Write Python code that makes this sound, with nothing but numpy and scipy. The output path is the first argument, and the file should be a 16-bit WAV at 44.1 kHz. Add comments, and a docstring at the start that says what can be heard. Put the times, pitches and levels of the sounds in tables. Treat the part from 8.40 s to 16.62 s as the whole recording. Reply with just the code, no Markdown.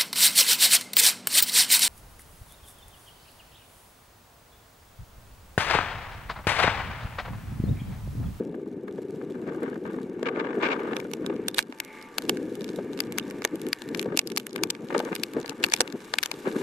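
"""A blizzard at night: buffeting wind, tearing rasps and sharp ice ticks at a small camera out in the open.
Gusts shape low noise at the two microphone ports and a fluttering rasp at the casing; single eddies slap in puffs.
Ice pellets are short noise blows through resonances, with a faint grainy halo round the large ones and a few rings.
Fine snow hisses past as noise and tiny clicks; further off the storm is a smooth roar with gliding wind tones."""
import sys
import numpy as np
from scipy import signal
from scipy.fft import rfft, irfft, next_fast_len
from scipy.io import wavfile
from scipy.ndimage import uniform_filter1d

SR = 44100
rng = np.random.default_rng(int(sys.argv[2]) if len(sys.argv) > 2 else 0)


def waveform_to_disk(signal):
    """Save audio, clipped to [-1, 1], as 16-bit WAV at the path in sys.argv[1]."""
    frames = np.transpose(np.atleast_2d(signal))
    scaled = np.clip(frames, -1, 1) * 32767
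    samples = np.round(scaled).astype(np.int16)
    wavfile.write(sys.argv[1], SR, samples)


N = 362502
TIME = np.arange(N) / SR

# thickness of the fine driven snow: t/s, level/dB before the layer trims
SNOW_LEVEL = [(0, -70.5), (.4, -72.5), (.6, -67), (1.25, -64.5), (1.9, -70), (2.4, -63.5), (3.3, -67),
              (3.55, -60.5), (3.85, -60.5), (4.7, -62), (5.55, -62), (5.75, -67), (6.4, -65), (6.6, -58.5),
              (7.35, -64), (8.15, -55)]
THICK_SNOW_DB = -59  # snow level that counts as thick
# large ice pellets on the casing; knock and ring pitch are set separately for each pellet:
# t/s, level/dB, knock/Hz, ring/Hz, ring/dB, body/dB, crack/dB (all three relative to the knock), left over right/dB
LARGE_PELLETS = [(1.2324, -40.5, 1800.0, 7300, 3, 16, 7, 2.5), (1.83, -29.5, 1780, 7230.0, -9, 15, -14, 14),
                 (1.8743, -58, 1800.0, 2790.0, 17, 9, -15, 7.5),
                 (1.9944, -49, 1770, 2880, -19, -22.5, -29, 9.5), (2.567, -26, 2460, 2420, 1, 0, -14, -3),
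                 (2.6015, -32.5, 4720.0, 2320, 12, 11, 2, 7), (2.715, -38, 2100, 7200, -8, 13, 6, 0),
                 (2.7358, -27.5, 2910, 5900, -5, 2, -2, -6), (2.8633, -30, 4640, 3700, 2.5, 4.5, -3.5, -7),
                 (3.0838, -19, 6700, 3540, 11, 6.5, 10.5, -1.5), (3.1456, -29, 2100, 3780, 4, -1, -2, -4.0),
                 (3.1839, -15.5, 3470, 3620, 6.5, 4, 1, 0), (3.1905, -12, 2860, 1640, 1.5, 4.5, -2.5, -5),
                 (3.2265, -37, 3400, 4800, -10, -21.5, -7, -2.5),
                 (3.325, -34, 2350, 3070, -13, 16, -31, -3), (3.4017, -22, 2030, 2200, -8, -6, -3.5, 4.5),
                 (3.449, -41, 3380, 5000, -16, -8, 2, -8), (3.626, -45.5, 4020.0, 5060, -3, -16.5, 4, -12),
                 (3.7832, -17.5, 2500, 4400, -2.5, 0.5, -1, 5), (3.822, -37, 3400, 3700, -4, 4, 0, 0),
                 (3.895, -14, 4720.0, 3000.0, 4, 6.5, 0.5, -4.5),
                 (3.9717, -34, 5540.0, 1490, 15, 6, -11, 0), (4.154, -40.5, 2900, 3700, -12, 0, 2, -1),
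                 (4.209, -39, 2900, 3730, -5, 1, -6, 1), (4.244, -36.5, 2910.0, 5200.0, -11, -16, -6, -2.0),
                 (4.291, -36.5, 4020.0, 8300, -17, 6, -23, 0), (4.361, -43, 4000, 3630, 2, -17, 2, -2),
                 (4.576, -38, 2900, 3700, -7, 4, -7, -1), (4.5909, -34, 2910.0, 7460, -15, 3, -9, -9),
                 (4.6041, -18, 2040, 4740, -3, -12, -4.5, 10), (4.7232, -33, 2090, 7300, -7.0, -1, -4, -1),
                 (4.779, -32, 3400, 4970, 0, 7, -4, 0), (4.7844, -18.5, 2080, 6250, -10, -6, -2.5, 6),
                 (4.7973, -31, 2480.0, 2920, 16, 4, -11, -12),
                 (4.901, -43, 6500.0, 5390.0, -4, 4, -19.0, -8),
                 (4.9099, -34, 1800.0, 7230.0, -14, 14, 4.0, 1),
                 (5.021, -29.5, 1800, 4500, -15, 9, -11, -2), (5.033, -52, 4700, 6000, -5, -12, 0, -2),
                 (5.0501, -14.5, 1840, 6320, -5.5, 1.5, -4.5, -2),
                 (5.157, -40, 2110.0, 3460, 2.5, 6, 10, -3),
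                 (5.2165, -37.5, 2910.0, 2500.0, -4, -13, 7, 0.0),
                 (5.2672, -36.5, 1790, 3300, -12, -26, -7, 10),
                 (5.287, -38.5, 2480.0, 7780.0, -2, -13.5, 7, -3),
                 (5.3305, -17.5, 1970, 4770, -3, -25, -8.5, 5), (5.42, -33.5, 2900, 7230.0, -15, 1, -8, 7),
                 (5.489, -43.5, 3400, 7200, -5, -1, 0, 1), (5.548, -25.5, 2140, 5740, -12, -7, -14, 9),
                 (5.575, -40, 3400, 7200, -5, -7, 4, 1), (5.595, -23, 3260, 2540, -1, -8, -9, 11),
                 (5.615, -35, 1800.0, 5600, -10, -13.0, 3, -15),
                 (5.628, -31, 2100, 7780.0, -22, -1, -4, -5), (5.774, -16, 5600, 2770, -2.5, -8, -3, 3),
                 (5.792, -12.5, 4520, 2650, -7, -12.5, -20, -1.5),
                 (5.8735, -30.5, 2480.0, 4970, 5.5, -10.0, 4.5, 8),
                 (5.9016, -37.5, 2930, 8900, -12.0, -15, -8.0, 8),
                 (5.919, -34.5, 2110.0, 5840, -9, -13, -10, -8),
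                 (5.9633, -29.5, 5540.0, 5200.0, -13, -5, -20.5, -4),
                 (5.9741, -18, 1810, 4350, -4.5, -7, -4, 7), (5.9789, -23, 4720.0, 2790.0, -11, -17, -1, 7),
                 (5.999, -34, 1800.0, 3120.0, -2, -25, -3, -5), (6.0677, -29, 1760, 2800, -9, -14, 2.5, -4),
                 (6.131, -43, 4000, 4600, -14, -10, -5, 1), (6.161, -24.5, 1760, 4300, -10, 2, -6, 9),
                 (6.181, -38, 2400, 3200, -6, 7, -18, -6), (6.236, -16, 4860, 2460, -4, -2.5, -3, 7.5),
                 (6.3031, -21.5, 3400, 7840, -5, -12, -8, 13), (6.306, -23.5, 5750, 3000, -7, -10, -24, -6),
                 (6.3509, -36, 1780, 2400, -2, 3, -29, -5), (6.58, -31.5, 4640, 8600, -8, -22.5, -21, 9),
                 (6.5925, -33, 3420.0, 4660.0, -8, -14, -4, 14),
                 (6.6023, -31.5, 1800.0, 2880, 7, 1, -9.0, -1),
                 (6.6507, -40.5, 2910.0, 6500, -5.5, -20.0, -1.5, 8),
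                 (6.753, -26.5, 2110.0, 4490.0, -10, -12, 5, -12),
                 (6.7623, -29, 2910.0, 4570, -7, -1, -7, 11), (6.798, -46, 3400, 3700, -2, -12, -16, 3),
                 (6.8353, -20.5, 3150, 4520, -8, -19, -7, 5.5), (6.936, -38.5, 3400, 7200, -5, 8, 6, -2),
                 (7.001, -42, 4000, 7300, 0, 3, 0, -4), (7.0603, -34, 2840, 4530, 1, 2, -13, 11.5),
                 (7.079, -36.5, 2110.0, 5010.0, -17, -22.0, -10, -7),
                 (7.0953, -28.5, 4900, 2600.0, -2, -7, -11, 12),
                 (7.231, -31, 2910.0, 7230.0, -11, -13, -22.0, 10),
                 (7.2398, -10, 3370, 2460, 11, 10, -3.5, 0.5), (7.245, -19.5, 2910.0, 4600, 1, 2.5, -4, 30),
                 (7.264, -34, 4720.0, 2240.0, -1, -10.5, 5, -5.0), (7.287, -35, 2100, 6200, -5, 16, 6, 1),
                 (7.3, -39.5, 4000, 4600, -1, -8, -1, 11), (7.322, -23.5, 1800.0, 4530, -12, -1, -16, 10.0),
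                 (7.3376, -10.5, 5400, 2400, -2.5, -3, -24, 0),
                 (7.364, -31.5, 2870, 5050, -2, -19.5, -5, 11), (7.375, -38, 2900, 3700, -5, 2, -10, 2),
                 (7.407, -10, 4600, 8200, -10, 1, -22, -1), (7.4146, -22, 2930, 5700, 1, -1, 2, -3),
                 (7.477, -33, 2450, 9000.0, -20, -5, -18, 6), (7.525, -37.5, 4150, 1670.0, -4, -12, -5, 20),
                 (7.647, -48, 3400, 5030, -9, -8, -4, 0), (7.7389, -17, 2860, 1580, 0, 2, -32, 7.5),
                 (7.786, -15, 2270, 7860, -14, -11, -15, 5), (7.8299, -21.5, 1790, 5960, -5, -1, -4, 5),
                 (7.835, -18.5, 3420.0, 1610.0, -5, -21, -4, 12),
                 (7.8596, -23.5, 5540.0, 3120.0, 5, 1, 1, 6), (7.9152, -23, 2430, 4870, -9, -3.5, -10, 7)]
# spectrum of air tearing off the casing: f/Hz, relative density/dB
TEARING_COLOUR = [(200, -45), (420, 6.5), (600, 3.5), (900, 4.5), (1200, 5.5), (1600, 2.5), (2400, -11),
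                  (3300, -17), (5000, -36), (8000, -37.5), (13000, -86)]
# spectrum of fine snow, also used for the halo and the spray: f/Hz, relative density/dB
POWDER_COLOUR = [(1000, 9.5), (2500, 14), (3700, 11.5), (4800, 6), (6000, 6), (7500, 6.5), (9500, 1),
                 (11000, 1.5), (13000, 0)]


def wind():
    """Levels in dB of the buffeting and of the rasp: the short gusts add their power to the changing wind beneath."""
    # slowly and suddenly changing buffet level beneath the short gusts: t/s, level/dB
    base_buffet = [(0, -33.5), (.45, -36.5), (.9, -34), (1.15, -34), (1.72, -34.5), (2.15, -36),
                   (2.7, -35.5), (3.0, -32), (3.33, -49), (3.72, -50.5), (3.9, -28.5), (4.12, -33.5),
                   (4.35, -33.5), (5.0, -36), (5.1, -47), (5.36, -51.5), (5.5, -46), (6.6, -40.5),
                   (7.8, -47.5), (8.22, -75)]
    # slowly and suddenly changing rasp level beneath the short gusts: t/s, level/dB before the rasp trims
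    base_rasp = [(0, -66.5), (.8, -65), (1.15, -49), (1.4, -66), (1.7, -60.5), (2.02, -38), (2.11, -39),
                 (2.175, -44), (2.22, -41), (2.52, -38.5), (2.7, -62), (3.4, -58), (4.5, -60.5), (5.7, -70),
                 (6.3, -58), (7.1, -58), (7.6, -56.5), (8.22, -55)]
    # short gusts on top: crest t/s, length/s, buffet level/dB, rasp level/dB before the rasp trims
    gust_rows = [(.01, 0.031, -27, -52), (1.085, 0.027, -32, -40), (1.242, 0.036, -30.5, -39),
                 (1.29, 0.084, -47, -48), (1.491, 0.052, -45, -44), (1.564, 0.099, -35.5, -49.5),
                 (1.873, 0.031, -46, -29.5), (1.991, 0.065, -39, -35.5), (2.18, 0.023, -28, -60),
                 (2.239, 0.041, -36, -26), (2.263, 0.021, -34, -25.5), (2.317, 0.053, -39.5, -28),
                 (2.538, 0.057, -36.5, -41.5), (2.876, 0.15, -33, -51.5), (3.292, 0.036, -39, -72),
                 (3.467, 0.028, -47, -70), (3.573, 0.046, -50, -72), (5.151, 0.051, -29, -55),
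                 (5.263, 0.082, -30, -62), (5.568, 0.2, -32, -54.5), (5.706, 0.12, -33, -50),
                 (5.92, 0.14, -35, -59), (6.215, 0.12, -31, -49), (6.435, 0.045, -35.5, -70),
                 (6.569, 0.088, -32.5, -38.5), (6.672, 0.028, -37, -35), (6.729, 0.031, -31.5, -36),
                 (6.813, 0.046, -34.5, -65), (6.977, 0.056, -30.5, -43), (7.109, 0.027, -35.5, -39.5),
                 (7.241, 0.094, -35.5, -46), (7.45, 0.14, -39.5, -52), (7.552, 0.029, -30, -67),
                 (7.968, 0.11, -41, -69), (8.072, 0.035, -28, -33.5), (8.183, 0.15, -32.5, -45)]
    buffet_power = from_db(curve(base_buffet)) ** 2
    rasp_power = from_db(curve(base_rasp)) ** 2
    for crest_s, length_s, buffet_db, rasp_db in gust_rows:
        swell_power = surge(crest_s, length_s) ** 2
        buffet_power += from_db(buffet_db) ** 2 * swell_power
        rasp_power += from_db(rasp_db) ** 2 * swell_power
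    return 10 * np.log10(buffet_power), 10 * np.log10(rasp_power)


def buffeting(buffet_db, rasp_db):
    """Lumpy low pressure swings, nearly the same at both ports; in fast air the eddies get smaller and lose bass."""
    # spectrum of the pressure swings: f/Hz, relative density/dB
    swing_colour = [(20, -69), (50, -57), (80, -25), (125, -13.5), (200, -4), (300, 0), (420, -2),
                    (505, -7), (580, -20), (700, -15.5), (1200, -43), (3000, -72)]
    lumps = from_db(2.7 * drift(38.7))
    eddies = steadied(coloured(stereo_noise(side_db=-28.0), swing_colour) * lumps)
    small = high_pass(eddies, 280, order=1)
    # the rasp level, smoothed over 0.2 s, stands for the speed of the air
    fast = np.clip((uniform_filter1d(rasp_db, size=8820) + 53.0) / 13, 0, 1)
    eddies = (1 - fast) * eddies + from_db(6.5) * fast * small
    return from_db(buffet_db) * eddies * panned(2.15)


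def rasping(rasp_db):
    """Fluttering turbulence, separate at each port in the treble; the hardest blasts are denser and gain a bright edge."""
    apart_hz, side_db = 710, -1.5  # above this pitch each port has its own eddies
    lee_hz, left_db = 1290, 2.5  # the right port lies in the lee and hears a duller rasp
    # harder blasts flutter less
    flutter_db = np.interp(rasp_db, [-36, -28], [4.4, 1.8]) * drift(85)
    level_db = rasp_db - .5 + flutter_db - uniform_filter1d(flutter_db, size=2200)

    mid, side = rng.standard_normal((2, N))
    side = from_db(side_db) * high_pass(side, apart_hz, order=3)
    air = coloured(np.array([mid + side, mid - side]), TEARING_COLOUR)

    edge_colour = [(1000, -22), (2300, 10.0), (3300, -3.0), (5000, -16), (7000, -27.0), (13000, -59)]
    edge = coloured(stereo_noise(side_db=-0.5), edge_colour)
    edge_db = np.minimum(3.0 * (level_db + 27.5), -5)  # relative to the air noise
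    left, right = air + edge * from_db(edge_db)
    right = right - 0.48 * high_pass(right, lee_hz, order=1)
    return from_db(level_db + 4.5) * np.array([left, right]) * panned(left_db)


def slaps():
    """An eddy bursts on the ports: a low puff that dies in a few cycles, with a tearing edge of its own level."""
    # single eddies: t/s, level/dB, puff f/Hz, tearing edge relative to the puff/dB
    slap_rows = [(.142, -35.5, 447, -1), (0.479, -40.5, 500, 7.5), (0.58, -27, 394, -15),
                 (.812, -47, 500, 9), (.952, -42, 500, 3), (1.09, -30, 450, -5), (1.146, -36, 480, -2),
                 (1.181, -39, 480, -1), (1.277, -36, 480, 2), (1.233, -40, 450, 5), (1.328, -45, 450, 10),
                 (1.356, -43, 500, 8.5), (1.452, -42, 497, 11.5), (1.826, -21, 457, -15),
                 (1.968, -23, 407, -16), (2.172, -29, 327, -21), (2.649, -36.5, 524, 3.5),
                 (2.843, -37, 523, 2), (2.897, -21, 380, -7), (2.924, -37, 480, 2), (3.892, -25, 406, -6),
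                 (4.386, -23, 460, -15), (4.398, -29.5, 400, -22), (5.047, -22.5, 390, -7),
                 (5.656, -21.5, 387, -22), (5.698, -36, 450, -7), (5.72, -31, 454, 2),
                 (5.742, -22, 316, -16), (6.503, -31, 490, 8), (6.519, -31, 500, -9),
                 (6.546, -17, 526, 1.5), (6.559, -18, 484, -8), (6.599, -19, 715, -21),
                 (6.633, -26, 373, -25), (6.674, -41, 500, 8), (6.965, -19, 400, -34),
                 (6.981, -25.5, 376, -23), (7.043, -38, 550, 6.5), (7.403, -17, 460, -27),
                 (8.07, -21.5, 477, -22), (8.161, -20, 308, -12.5)]
    rise_s, relative_width, size = 0.0026, 0.67, 2048
    puffs, tear = np.zeros(N + SR), np.zeros(N + SR)
    age = np.arange(size) / SR / rise_s  # in rise times
    swell = age * np.exp(1 - age)
    for s, db, hz, edge_db in slap_rows:
        at = slice(int(s * SR), int(s * SR) + size)
        burst = evened(swell * rng.standard_normal(size))
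        puff = hump(burst, hz, relative_width * hz)
        puffs[at] += from_db(db) * puff * np.sqrt(np.mean(swell ** 2))
        tear[at] += from_db(db + edge_db) * swell
    tearing = tear[:N] * coloured(stereo_noise(side_db=-2.5), TEARING_COLOUR)
    return (puffs[:N] + tearing) * panned(2.3)


def pellets():
    """Each tick rises and fades within a millisecond or two; the casing rings briefly."""
    out, size, lead = np.zeros((2, N)), 1024, 220  # lead: samples before the peak
    age = (np.arange(size) - lead) / SR
    rise = np.exp(-abs(age) / .00025) + from_db(-17) * np.exp(-abs(age) / .0013)
    fade = np.exp(-abs(age) / .00045) + from_db(-18) * np.exp(-abs(age) / .0017)
    contact = np.where(age < 0, rise, fade)
    treble = signal.butter(2, 6000, "high", fs=SR)
    # the blow reaches each port by its own path; only the crack is much alike at both
    alike = np.array([0.73, 0.62, 0.5, 1.74])[:, None, None]  # knock, ring, body, crack
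    all_pellets = list(LARGE_PELLETS) + small_pellets()
    for s, db, knock_hz, ring_hz, ring_db, body_db, crack_db, left_db in all_pellets:
        shared = rng.standard_normal((4, 1, size))
        own = rng.standard_normal((4, 2, size))
        force = evened(contact * (own + alike * shared))
        knock = hump(force[0], knock_hz, knock_hz)
        ring = rms_one(resonate(force[1], ring_hz, 390))
        body = hump(force[2], 970, 1670)
        crack = rms_one(signal.lfilter(*treble, force[3]))
        tick = knock + from_db(ring_db) * ring + from_db(body_db) * body + from_db(crack_db) * crack
        # equal energy at both ports, counted as rms over 5 ms
        tick = tick / np.sqrt(np.sum(tick ** 2, axis=1, keepdims=True) / (.005 * SR))
        start = int(s * SR) - lead
        out[:, start:start + size] += (from_db(db) * tick * panned(left_db))[:, :N - start]
    return high_pass(out, 360, order=2)


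def small_pellets():
    """Random rows like those of the large pellets; thicker snow brings more and louder ones."""
    start_s, per_s = 2.7, 7.6  # onset, and rate in thick snow
    thick_snow_level_db, follows, spread_db = -44, 0.37, 1.5  # follows: dB per dB of snow
    knock_hz, centre_ring_hz, ring_octaves = 3420, 3560, 0.61  # ring spread in octaves
    ring_db, body_db, crack_db, part_spread_db = -3, 2, -20, 4  # body and crack vary
    left_db, left_spread_db = 0.5, 5
    chance, scatter = rng.random((200, 2)), rng.standard_normal((200, 5))
    rows = []
    for k, ((place, luck), (size, pitch, body, crack, side)) in enumerate(zip(chance, scatter)):
        s = start_s + (k + 2 * place) / per_s
        thick_db = np.interp(s, *np.transpose(SNOW_LEVEL)) - THICK_SNOW_DB
        if s < TIME[-1] and luck < from_db(thick_db / 2):
            rows.append((s,
                         thick_snow_level_db + follows * thick_db + spread_db * size,
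                         knock_hz,
                         centre_ring_hz * 2 ** (ring_octaves * pitch),
                         ring_db,
                         body_db + part_spread_db * body,
                         crack_db + part_spread_db * crack,
                         left_db + left_spread_db * side))
    return rows


def grainy_halo():
    """A faint grainy noise swells and fades around each listed tick."""
    relative_db, fade_s, rough_db = -25, 0.012, 10.5  # relative to the tick; rise and fall; graininess
    hits = np.zeros(N)
    for s, db, *_ in LARGE_PELLETS:
        hits[int(s * SR)] += from_db(db + relative_db)
    age = np.arange(-SR // 10, SR // 10) / SR
    swells = signal.fftconvolve(hits, np.exp(-abs(age) / fade_s), "same")
    grain = rms_one(from_db(rough_db * drift(240)))
    return swells * grain * coloured(stereo_noise(side_db=-2.0), POWDER_COLOUR)


def rings():
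    """A few faint rings, each a sine that dies away exponentially."""
    # single rings: t/s, f/Hz, level/dB, time to fall by 60 dB/s
    ring_rows = [(3.084, 3600, -42, 0.075), (4.827, 3640, -44, 0.034), (5.873, 4650, -49, 0.045)]
    out = np.zeros(N)
    for s, hz, db, t60_s in ring_rows:
        age = np.maximum(TIME - s, 0)
        out += from_db(db - 60 * age / t60_s) * np.sin(2 * np.pi * hz * age)
    return out


def snow():
    """Countless flakes hiss; larger crystals click out of the hiss, sparse in thin snow and dense in thick."""
    crystals_per_s = 380  # in thick snow, before the random swells
    level_db = curve(SNOW_LEVEL)
    thick = np.minimum(from_db(level_db - THICK_SNOW_DB), 1)
    born = rng.random(N) < crystals_per_s * thick * from_db(3.0 * drift(5)) / SR
    sizes = from_db(4.5 * np.minimum(rng.exponential(1, N), 3)) / np.sqrt(thick)
    clicks = born * sizes * from_db(2 * rng.standard_normal((2, N)))
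    # each click dies away over about 1 ms
    crumble = signal.lfilter([1], [1, -np.exp(-1 / (.001 * SR))], clicks + 1e-18)
    grains = coloured(crumble * stereo_noise(side_db=-15.0), POWDER_COLOUR)
    hiss = coloured(stereo_noise(side_db=-6), POWDER_COLOUR)
    hiss = hiss * from_db(2.2 * drift(14)) * thick ** .2
    return from_db(level_db) * (from_db(1.5) * hiss + from_db(2.5) * grains)


def soft_spray():
    """A short soft spray of noise around the hit at 3.19 s."""
    spray = np.exp(-np.abs((TIME - 3.19) / .021) ** 3)
    return from_db(-32.5) * spray * coloured(stereo_noise(side_db=-7), POWDER_COLOUR)


def far_storm():
    """Distant turbulence is a smooth roar; wind tones swell out of it, clear or airy, and glide."""
    # roar of the storm: t/s, level/dB before the roar trim
    roar_level = [(0, -62), (.3, -65), (1.15, -58.5), (1.5, -61.5), (2.1, -56.5), (2.43, -48.5),
                  (2.65, -59.5), (3.05, -53), (3.25, -66.5), (3.57, -53), (4.15, -57.5), (4.85, -51.5),
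                  (5.6, -57), (5.95, -65.5), (6.6, -55.5), (7.1, -56), (8.22, -54.5)]
    # spectrum of the roar: f/Hz, relative density/dB
    roar_colour = [(80, 5), (250, 12), (600, 13.5), (900, 15.5), (1700, 11.5), (2300, 7), (3200, -3.5),
                   (5000, -30), (13000, -36)]
    # tones of wires, posts and edges:
    # crest t/s, length/s, f at the crest/Hz, glide/(Hz/s), width/Hz, purity (0 airy to 1 clear), level/dB
    whistle_rows = [(3.583, 0.44, 873, 2.5, 16, .5, -57.5), (3.556, 0.21, 2120, -250, 510, 0, -48),
                    (3.6, 0.44, 1178, 1, 22, 0.7, -57.5), (4.4, 1.6, 1730, 79, 220, 0, -61),
                    (5.099, 1.2, 1162, -45, 51, .3, -59.5), (5.462, 0.31, 1800, -59, 410, 0.1, -52),
                    (6.0, 4.3, 873, 0, 45, 0.3, -65), (7.4, 1.3, 1180, 7, 50, 0.1, -64)]
    wander_hz = 3.96
    out = from_db(curve(roar_level) + 5.0) * coloured(stereo_noise(side_db=-17), roar_colour)
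    for s, length_s, hz, glide_hz_per_s, width_hz, purity, db in whistle_rows:
        pitch_hz = hz + glide_hz_per_s * (TIME - s) + wander_hz * drift(4.65)
        phase = 2 * np.pi * np.cumsum(pitch_hz) / SR
        airy = drift(width_hz / 2) * np.cos(phase) + drift(width_hz / 2) * np.sin(phase)
        clear = np.clip(purity, 0, 1)
        tone = np.sqrt(2 * clear) * np.cos(phase) + np.sqrt(1 - clear) * airy
        out = out + from_db(db) * surge(s, length_s) * tone
    return out


def casing(x):
    """Reflections round the ports colour everything with a row of notches and a peak."""
    # notches (negative) and a peak (positive): f/Hz, width/Hz, gain/dB
    reflections = [(577, 34, -2.5), (692, 131, -12), (804, 64, -7.5), (1046, 175, -8.5), (1340, 222, -9),
                   (1950, 210, -9), (2235, 135, 1.5), (2548, 124, -10.5), (3142, 270, -6.5)]
    for hz, width_hz, db in reflections:
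        x = x - (1 - from_db(db)) * resonate(x, hz, width_hz)
    return x


def from_db(db):
    """Decibels to gain."""
    return 10 ** (np.asarray(db) / 20)


def rms_one(x):
    """Scale to unit rms."""
    return x / np.sqrt(np.mean(x ** 2) + 1e-20)


def curve(rows):
    """Join (s, value) rows by straight lines."""
    return np.interp(TIME, *np.transpose(rows))


def surge(crest_s, length_s):
    """A gain that swells to 1 and fades again."""
    edge = 2.65  # 1 is pointed, 2 a bell, more a flat top
    gain = np.zeros(N)
    near = abs(TIME - crest_s) < 2 * length_s
    gain[near] = np.exp(-abs(2 * (TIME[near] - crest_s) / length_s) ** edge / 2)
    return gain


def panned(left_db):
    """Left and right gains of constant total power; left_db is left over right."""
    return rms_one(from_db(np.array([[.5], [-.5]]) * left_db))


def drift(corner_hz):
    """Smooth chance of unit rms: noise at a 20th of the rate through two equal low-pass poles."""
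    r = np.exp(-40 * np.pi * abs(corner_hz) / SR)
    noise = rng.standard_normal(N // 20 + 4002)
    slow = signal.lfilter([1], [1, -2 * r, r * r], noise)[4000:]  # skip the filter's start
    return np.interp(np.arange(N) / 20, np.arange(len(slow)), rms_one(slow))


def coloured(x, spectrum):
    """Weight a sound by a spectrum; rms 1."""
    size = next_fast_len(N)
    hz, db = np.transpose(spectrum)
    bins_hz = np.maximum(np.fft.rfftfreq(size, 1 / SR), 1)
    gain = from_db(np.interp(np.log(bins_hz), np.log(hz), db))
    return rms_one(irfft(rfft(x, size) * gain, size)[..., :N])


def stereo_noise(side_db):
    """White noise shared by both ports, plus a part in which they differ."""
    mid, side = rng.standard_normal((2, N))
    return mid + from_db(side_db) * side * np.array([[1], [-1]])


def high_pass(x, hz, order):
    """Take out what lies below hz."""
    return signal.sosfilt(signal.butter(order, hz, "high", fs=SR, output="sos"), x)


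def resonate(x, hz, width_hz):
    """A resonance with unit gain at its top."""
    return signal.lfilter(*signal.iirpeak(min(hz, SR / 3), max(hz / width_hz, .5), fs=SR), x)


def hump(x, hz, width_hz):
    """A broad resonance, passed twice for steeper flanks; rms 1."""
    return rms_one(resonate(resonate(x, hz, width_hz), hz, width_hz))


def evened(burst):
    """Smooth out the chance humps in a short burst's spectrum, so that what it strikes decides the colour."""
    spectrum = rfft(burst)
    power = uniform_filter1d(abs(spectrum) ** 2, size=11)
    return irfft(spectrum / np.sqrt(power + 1e-12))


def steadied(x):
    """Take the slow chance swells out of a noise, so that the wind level alone shapes it."""
    return x / np.sqrt(uniform_filter1d(np.mean(x ** 2, axis=0), size=2600) + 1e-12)


def scene():
    """Wind and ice at the camera, the storm behind."""
    buffet_db, rasp_db = wind()
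    near_wind = buffeting(buffet_db, rasp_db) + rasping(rasp_db) + slaps()
    ice = pellets() + grainy_halo() + rings()
    return casing(near_wind + ice + snow() + soft_spray() + far_storm())


def record(dry):
    """The input saturates softly on the hardest ticks; a steep low-pass cuts the top."""
    cutoff_hz = 13400
    clipped = .85 * np.tanh(dry / .85)
    return signal.sosfilt(signal.ellip(10, .2, 70, cutoff_hz, fs=SR, output="sos"), clipped)


dry = scene()
out = record(dry)
waveform_to_disk(out)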